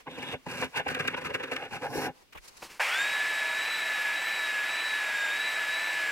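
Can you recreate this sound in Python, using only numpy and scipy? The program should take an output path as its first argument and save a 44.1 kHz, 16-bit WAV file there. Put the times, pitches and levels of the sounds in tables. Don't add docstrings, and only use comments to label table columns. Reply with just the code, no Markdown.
import sys
import numpy as np
from scipy import signal
from scipy.fft import rfft, irfft
from scipy.io import wavfile
from scipy.ndimage import uniform_filter1d

SR = 44100
rng = np.random.default_rng(int(sys.argv[2]) if len(sys.argv) > 2 else 0)


def transcribe(u):
    v = np.clip(np.atleast_2d(u).T, -1, 1)
    q = np.round(v * 32767).astype(np.int16)
    wavfile.write(sys.argv[1], SR, q)


N = 269451
TIME = np.arange(N) / SR
FREQ = np.fft.rfftfreq(N, 1 / SR)
SANDER_START_S = 2.794


# (frequency [Hz], left phase lead [rad], likeness of the sides [0-1])
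CUT_IMAGE = [(165, 0.66, .72), (400, 0.26, 0.91), (820, 0.33, 0.91), (1510, 0.45, 0.97), (2170, 1.76, 0.75),
             (3070, 2.06, 0.74), (3520, 3.67, 0.79), (4540, 4.55, 0.9), (5770, 4.47, 0.56),
             (14000, 4.7, 0.5)]

def spokeshave():
    force, focus = cutting()
    slip = undb(1.47 * walk(420))
    shared, apart = (rfft(room(shaving(force, slip, *focus), t60=.16, wet_db=-21)) for _ in range(2))
    lead, likeness = across(CUT_IMAGE)
    shared = shared * np.sqrt((1 + likeness) / 2)
    apart = apart * np.sqrt((1 - likeness) / 2)
    stereo = irfft([shared + apart, (shared - apart) * np.exp(-1j * lead)], N)
    return stereo + wide_ring(body=force[1])


# (pitch [Hz], width [Hz], relative level [dB])
WOOD_MODES = [(86, 72, -8), (159.6, 33, -1.5), (258.8, 18, 3), (347, 58, -4), (415, 34, 1), (508, 50, 2),
              (584, 66, -4), (714, 74, -5), (814, 48, -0.5), (996, 106, -1.5)]
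# (pitch [Hz], width [Hz], relative level [dB])
BLADE_MODES = [(1262, 96, 1), (1468, 56, 3), (1622, 98, 3.5), (1780, 53, 2), (1940, 100, -1.5),
               (2148, 56, 3.5), (2355, 200, 1.5), (2802, 197, 1), (3140, 89, -7.5), (3410, 63, -3.5),
               (3786, 68, -7)]
# (frequency [Hz], relative level [dB])
FIBRE_TONE = [(2500, -35), (3700, -1.5), (4300, 3.5), (6000, 0.5), (9000, -4), (12000, -8), (15500, -15)]
# (time [s], pitch [Hz], cut or boost [dB])
NOTCH_PATH = [(.7, 1300, -1), (.8, 1210, -11), (1.0, 935, -15), (1.12, 720, -11), (1.46, 780, -13),
              (1.6, 780, 8.5)]

def shaving(force, slip, wood_hz, blade_hz, favour_db):
    rasp, body, crackle = force
    notch = curves(NOTCH_PATH)
    snaps = clicks(rate=6500, spread_db=3) * slip
    splinters = unit(snaps + .77 * clicks(rate=9000, spread_db=.5) * slip)
    early = np.interp(TIME + .0018, TIME, body)
    wood = ring(snaps * early, WOOD_MODES, band_hz=(50, 1240), focus=(wood_hz, 7.5, .3), notch=notch)
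    blade = ring(snaps * rasp, BLADE_MODES, band_hz=(1040, 4100),
                 focus=(blade_hz, favour_db, .15), notch=notch)
    fibres = colour(splinters * crackle, FIBRE_TONE)
    return (undb(-3) * rms(body) * wood + undb(-.93) * rms(rasp) * blade
            + undb(-3.5) * rms(crackle) * fibres)


def wide_ring(body):
    notch_hz, notch_db = curves(NOTCH_PATH)
    depth = np.clip(1 - undb(notch_db), 0, 1)
    drive = body * depth * held(NOTCH_PATH[0][0], NOTCH_PATH[-1][0], attack=.05, release=.05)
    snaps = drive * clicks(rate=6500, spread_db=2)
    side = rms(drive) * ring(snaps, WOOD_MODES, band_hz=(400, 1300), focus=(notch_hz, 28, .17))
    return undb(-5) * np.array([side, -side])


# (start [s], end [s], rasp drive [dB], build-up [dB], body over rasp [dB],
# crackle over rasp [dB], wood focus [Hz], blade focus [Hz], blade focus boost [dB])
PUSHES = [(0.098, 0.338, -43, 12, 0.5, -11.5, 243, 3600, 12.5),
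          (0.488, 0.652, -38.5, 5.5, 0, -6.5, 160, 2640, 1.5),
          (0.757, 0.801, -34, -1, -2, -14.5, 1000, 1800, -2),
          (0.866, 1.132, -40, -1, -2, -14.5, 142, 2020, 3),
          (1.157, 1.662, -45, 9, 1.5, -14.5, 445, 1520, 2.5), (1.722, 1.764, -38, 5.5, 3, -8, 163, 2980, 0),
          (1.84, 1.874, -39, -7, 7, -9.5, 599, 1450, 7), (1.932, 2.064, -38, 5.5, 5, -6.5, 290, 1770, 4.5)]
# (time [s], half length [s], rasp drive [dB], body over rasp [dB],
# crackle over rasp [dB], wood focus [Hz])
EDGE_BITES = [(0.075, 0.0086, -43.5, 8.5, -38, 1010), (0.187, 0.0083, -43, 7, -9, 172),
              (0.23, 0.006, -35, -1.5, -10.5, 314), (0.341, 0.0081, -39.5, 10, -19, 560),
              (0.469, 0.0065, -42.5, 10.5, -9.5, 161), (0.516, 0.0028, -41.5, -5, 1, 160),
              (0.615, 0.004, -36.5, -1, -3, 840), (0.629, 0.0078, -28, 4, -26, 820),
              (0.774, 0.011, -29, -2.5, -8.5, 980), (0.799, 0.007, -34, 3.5, -16, 590),
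              (0.869, 0.0052, -33, 6, -26, 750), (0.886, 0.0052, -29, -3.5, -12, 700),
              (0.911, 0.011, -34, 1.5, -7.5, 140), (0.949, 0.0027, -27.5, -16, -9, 810),
              (0.97, 0.0096, -38.5, 2.5, -28, 780), (1.002, 0.0077, -28.5, -4.5, -12.5, 140),
              (1.052, 0.0071, -37, 3.5, -20, 720), (1.08, 0.0043, -21, -12, -14, 460),
              (1.143, 0.0058, -27, -2.5, -27, 885), (1.18, 0.01, -32.5, -1.5, -14, 1040),
              (1.219, 0.0067, -38, -0.5, -12, 1020), (1.26, 0.014, -33.5, -1.5, -11, 139),
              (1.304, 0.007, -38, 6, -15.5, 606), (1.349, 0.0075, -28.5, -1.5, -12.5, 410),
              (1.403, 0.0074, -34.5, 0, -21, 563), (1.437, 0.0074, -31, -2.5, -15.5, 330),
              (1.521, 0.0056, -30.5, 3, -13, 546), (1.534, 0.0071, -34, -19, -8.5, 560),
              (1.565, 0.0027, -26, -19, -11, 310), (1.624, 0.004, -37.5, 5, -26, 700),
              (1.824, 0.0072, -39, 5, -14, 260), (1.908, 0.014, -52, 16.5, -1, 160),
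              (1.972, 0.019, -43.5, 17, 1, 370), (2.082, 0.012, -44.5, 14, -37, 252)]

def contacts():
    for *stroke, wood_hz, blade_hz, favour_db in PUSHES:
        yield stroke_power(*stroke), wood_hz, blade_hz, favour_db
    for time, half, *levels, wood_hz in EDGE_BITES:
        blade_hz = 1760 * (.008 / half) ** .58
        yield swell_power(time, half, *levels), wood_hz, blade_hz, 3.5


def cutting():
    total, wood, blade, favour = 0, 0, 0, 0
    for power, wood_hz, blade_hz, favour_db in contacts():
        total = total + power
        blade = blade + power[0] * np.log(blade_hz)
        favour = favour + power[0] * favour_db
        wood = wood + power[1] * np.log(wood_hz)
    focus = np.exp(wood / total[1]), np.exp(blade / total[0]), favour / total[0]
    return np.sqrt(total), focus


def stroke_power(start, end, db, build_db, body_db, crackle_db):
    build = build_db * (np.clip((TIME - start) / (end - start), 0, 1) - .5)
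    rasp = undb(db + build) * held(start, end, attack=.013, release=.014)
    body = undb(db + body_db + .63 * build) * held(start, end, attack=.015, release=.015)
    tearing = held(start + .0084, end - .005, attack=.025, release=.013)
    crackle = undb(db + crackle_db + build) * tearing
    return np.array([rasp, body, crackle]) ** 2


def swell_power(time, half, db, body_db, crackle_db):
    skew = .21
    age = (TIME - time) / half + skew
    distance = np.abs(age) / (1 + skew * np.sign(age))
    swell = np.exp(-np.minimum(distance, 10) ** 2)
    return np.outer(undb([db, db + body_db, db + crackle_db]) ** 2, swell)


# (start [s], end [s], level [dB])
CURL_CUE = (1.95, 2.072, -48)
# (pitch [Hz], width [Hz], relative level [dB])
CURL_MODES = [(5430, 540, 2), (6900, 320, -11), (10100, 1800, -7), (13600, 3000, -10)]

def curl():
    start, end, db = CURL_CUE
    hiss = [ring(clicks(rate=9000, spread_db=8), CURL_MODES, band_hz=(4300, 15800)) for _ in range(2)]
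    return undb(db) * held(start, end, attack=.041, release=.008) * np.array(hiss)


# (time [s], decay [s], level [dB])
DRIVE_JOLTS = [(2.795, 0.017, -29.5), (2.8007, 0.0017, -18), (2.805, 0.037, -34)]
# (pitch [Hz], width [Hz], relative level [dB])
CASTING_MODES = [(512, 190, -9), (850, 280, 0), (1620, 99, 6.5), (1790, 240, -3), (2400, 200, -5),
                 (4000, 2500, -33)]

def sander():
    speed = shaft_speed()
    angle = 2 * np.pi * np.cumsum(speed) / SR
    running = np.clip((TIME - SANDER_START_S) / .013, 0, 1)
    blows = sum(undb(db) * (TIME > time) * np.exp(-np.abs(TIME - time) / decay)
                for time, decay, db in DRIVE_JOLTS)
    clank = rms(blows) * ring(blows * rng.standard_normal(N), CASTING_MODES, band_hz=(420, 12000))
    return running * (motor(speed, angle) + belt(speed, angle)) + clank


# (start [s], let go [s], peak pull on shaft rate [Hz])
SANDER_LEANS = [(2.934, 3.513, 14), (3.669, 4.074, 17.6), (4.242, 4.595, 19.7), (4.788, 5.263, 30.7),
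                (5.447, 5.642, 18.3), (5.803, 6.11, 22.7)]

def shaft_speed():
    kick_hz, free_hz, inertia_s, lift_s = 79.8, 332.4, .093, .055
    load = sum(sag_hz * np.interp(TIME, [start, end, end + lift_s], [0, 1, 0]) ** .607
               for start, end, sag_hz in SANDER_LEANS)
    pull = (free_hz - kick_hz - load) * (TIME > SANDER_START_S)
    coast = np.exp(-1 / (inertia_s * SR))
    return kick_hz + signal.lfilter([1 - coast], [1, -coast], pull)


# (shaft rate [Hz], gear mesh [dB], armature slots [dB], slot octave [dB])
WHINE_LEVELS = [(160, -56, -60, -62), (235, -41, -42, -58), (285, -35, -43, -56), (297, -36.5, -49, -56),
                (307.5, -31.5, -49, -55), (318.7, -33.5, -47, -59.5), (323.6, -33, -45, -58),
                (323.6, -35.5, -41, -55.5)]
# (pitch [multiple of shaft rate], level at top speed [dB])
HUM_PARTIALS = [(0.99, -65.5), (2, -55), (3, -53), (4, -55.5), (5, -48.5), (11, -57), (32 / 3, -63)]
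# (start [s], end [s], boost [dB])
SING_CUE = (3.013, 3.076, 7.4)

def motor(speed, angle):
    gear_order, slot_order = 16 / 3, 12
    shaft_hz, *levels = np.transpose(WHINE_LEVELS)
    gear_db, slot_db, octave_db = (np.interp(speed, shaft_hz, db) for db in levels)
    start, end, boost_db = SING_CUE
    sing_db = boost_db * held(start, end, attack=.04, release=.048)
    gear_db += .5 * walk(10)
    slot_db += 2.5 * walk(10) + sing_db
    gear = undb(gear_db + 1.5 * walk(130)) * np.sin(gear_order * angle + .33 * walk(110))
    slot_angle = slot_order * angle + .2 * walk(90)
    slots = undb(slot_db + 2 * walk(70)) * np.sin(slot_angle)
    octave_fade = np.clip((speed - 240) / 65, 0, 1)
    slots += undb(octave_db + sing_db + 2.8 * walk(45)) * np.sin(2 * slot_angle) * octave_fade
    third_db = np.interp(speed, [312, 329], [-68, -62]) + 3.4 * walk(45)
    slots += undb(third_db) * np.sin(3 * slot_angle)
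    hum = sum(undb(db + 2.4 * walk(18)) * np.sin(order * angle + .5 * walk(18))
              for order, db in HUM_PARTIALS)
    return np.sqrt(2) * (gear + slots + hum * (speed / speed.max()) ** 3)


# (frequency [Hz], relative level [dB])
HOUSING_TONE = [(30, -52), (90, -42), (150, -21.5), (200, -25.5), (255, -20.5), (370, -19), (460, -14.5),
                (850, -8.5), (1150, -9), (1700, -3), (2400, 0), (3050, -9), (4000, -19.5), (6000, -35)]
# (frequency [Hz], relative level [dB])
GRIT_TONE = [(2500, -22), (4200, 0.5), (5200, 0.5), (6600, -5), (8200, -3.5), (9500, -9.5), (12000, -11.5),
             (15500, -26)]

def belt(speed, angle):
    age = np.maximum(TIME - SANDER_START_S, 0)
    rattle_db = -34 + 6.5 * np.exp(-age / .21)
    grit_db = -46.5 + 6 * np.exp(-age / .27)
    shaft_beat = 1 + .13 * np.cos(angle + .97 * walk(40))
    roller = 1 + .023 * np.cos(angle / 12) + .0092 * np.cos(angle / 3.9 + .31 * walk(10))
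    throb = shaft_beat * roller
    rattle = colour(clicks(rate=9000, spread_db=1.5) * throb * undb(.22 * walk(230)), HOUSING_TONE)
    grit = colour(clicks(rate=12000, spread_db=2) * throb * undb(.39 * walk(60)), GRIT_TONE)
    thin = signal.sosfiltfilt(signal.butter(4, 360, "high", fs=SR, output="sos"), rattle)
    rattle = thin + (rattle - thin) * np.clip((speed - 230) / 85, 0, 1)
    return undb(rattle_db) * rattle + undb(grit_db) * grit


# (start [s], end [s], rasp drive [dB], build-up [dB], body over rasp [dB], hiss over rasp [dB])
TOOL_RUBS = [(0.0, 0.009, -54, 2, -3, -2), (0.38, 0.45, -64, 0, -5, -9), (0.69, 0.74, -61, -4, -3, -1),
             (2.15, 2.233, -64.5, -1, 3.5, 0), (2.441, 2.467, -54, -2, -4, 2), (2.50, 2.62, -61, 2, 1.5, 1),
             (2.635, 2.672, -46, -6, -2.5, 1.5), (2.702, 2.791, -49.5, -9, -4.5, -2)]
# (time [s], half length [s], rasp drive [dB], body over rasp [dB], hiss over rasp [dB])
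TOOL_KNOCKS = [(2.332, 0.0054, -46, -11, -9), (2.359, 0.0077, -46.5, 3.5, -21),
               (2.38, 0.0072, -42.5, -12, -24), (2.485, 0.0071, -52, -4, 7), (2.575, 0.0053, -52, -11, 3.5),
               (2.627, 0.0037, -38, 5, -17)]
# (frequency [Hz], relative level [dB])
RUB_RASP_TONE = [(700, -30), (1150, -4), (1700, 0), (2300, 1), (2900, -0.5), (3600, -9.5), (5000, -20)]
RUB_BODY_TONE = [(30, -3), (100, -5.5), (250, -5), (500, 1.5), (650, -4), (1000, 2.5), (1500, -8),
                 (3000, -47)]

def handling():
    rubs = sum(stroke_power(*rub) for rub in TOOL_RUBS)
    knocks = sum(swell_power(*knock) for knock in TOOL_KNOCKS)
    layers = list(zip(np.sqrt(rubs + knocks), (RUB_RASP_TONE, RUB_BODY_TONE, FIBRE_TONE)))
    mid, side = (sum(rms(force) * colour(force * clicks(rate=9000, spread_db=1.5), tone)
                     for force, tone in layers) for _ in range(2))
    return undb(-5) * mid + undb(-5.5) * np.array([side, -side])


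# (time [s], pitch [Hz], decay [s], level [dB])
BENCH_THUD = [(2.354, 36, .05, -48), (2.355, 61.7, 0.029, -45.5)]

def bench():
    lag_rad = np.array([[0], [1.8]])
    thud = 0
    for time, hz, decay, db in BENCH_THUD:
        age = np.maximum(TIME - time, 0)
        envelope = np.minimum(age * hz * 2, 1) * np.exp(-age / decay)
        thud = thud + undb(db) * envelope * np.sin(2 * np.pi * hz * age - lag_rad)
    return thud


# (frequency [Hz], relative level [dB])
AIR_TONE = [(25, -7.5), (60, -6.5), (150, -14), (400, -11), (1000, -19.5), (3000, -17), (8000, -27),
            (15500, -31)]

def air():
    left, right, both = (colour(rng.standard_normal(N), AIR_TONE) for _ in range(3))
    return undb(-67.5) * (.34 * both + 1.42 * np.array([left, right])) * (TIME < SANDER_START_S)


def room(x, t60, wet_db):
    t = TIME[:SR // 2]
    tail = rng.standard_normal(len(t)) * undb(-60 * t / t60) * (t > .004)
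    return x + undb(wet_db) * signal.fftconvolve(x, tail / np.sqrt(np.sum(tail ** 2)))[:N]


def ring(x, modes, band_hz, focus=(1000, 0, .25), notch=(1000, 0)):
    drive, out, power = rfft(x), 0, 0
    for k, (hz, width, db) in enumerate(modes):
        gain = undb(db + bell(hz, *focus) + bell(hz, *notch, width=.096))
        response = 1j * FREQ * width / (hz ** 2 - FREQ ** 2 + 1j * FREQ * width)
        out = out + (-1) ** k * gain * irfft(drive * response, N)
        power = power + gain ** 2 * width
    band = signal.butter(4, band_hz, "band", fs=SR, output="sos")
    return unit(signal.sosfilt(band, out / np.sqrt(power)))


def bell(hz, centre_hz, db, width):
    return db * np.exp(-.5 * (np.log(hz / centre_hz) / width) ** 2)


def colour(x, tone):
    cepstrum = irfft(np.log(undb(across(tone)[0])), N)
    cepstrum[1:N // 2] *= 2
    cepstrum[N // 2:] = 0
    return unit(irfft(rfft(x) * np.exp(rfft(cepstrum)), N))


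def clicks(rate, spread_db):
    happens = rng.random(N) < rate / SR
    sizes = undb(spread_db * np.clip(rng.standard_normal(N), -2, 2))
    return unit(happens * sizes * np.sign(rng.standard_normal(N)))


def walk(rate):
    step = int(SR / rate)
    stairs = np.repeat(rng.standard_normal(N // step + 1), step)
    return unit(uniform_filter1d(stairs, step)[:N])


def held(start, end, attack, release):
    fade = np.maximum(start - TIME, 0) / attack + np.maximum(TIME - end, 0) / release
    return np.exp(-np.minimum(fade, 20))


def curves(table):
    times, *columns = np.transpose(table)
    return [np.interp(TIME, times, column) for column in columns]


def across(table):
    hz, *columns = np.transpose(table)
    return [np.interp(np.log(FREQ + 1), np.log(hz), column) for column in columns]


def undb(db):
    return 10 ** (np.asarray(db) / 20)


def rms(x):
    return np.sqrt(np.mean(x ** 2))


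def unit(x):
    return x / rms(x)


def scene():
    left, right = spokeshave() + curl() + handling() + bench() + air() + sander()
    width = held(0, 2.6, attack=.01, release=.0077)
    mid, side = (left + right) / 2, (left - right) / 2 * width
    return np.array([mid + side, mid - side])


def record(dry):
    top_hz = 15850
    return signal.sosfilt(signal.ellip(12, .1, 80, top_hz, fs=SR, output="sos"), dry)


dry = scene()
out = record(dry)
transcribe(out)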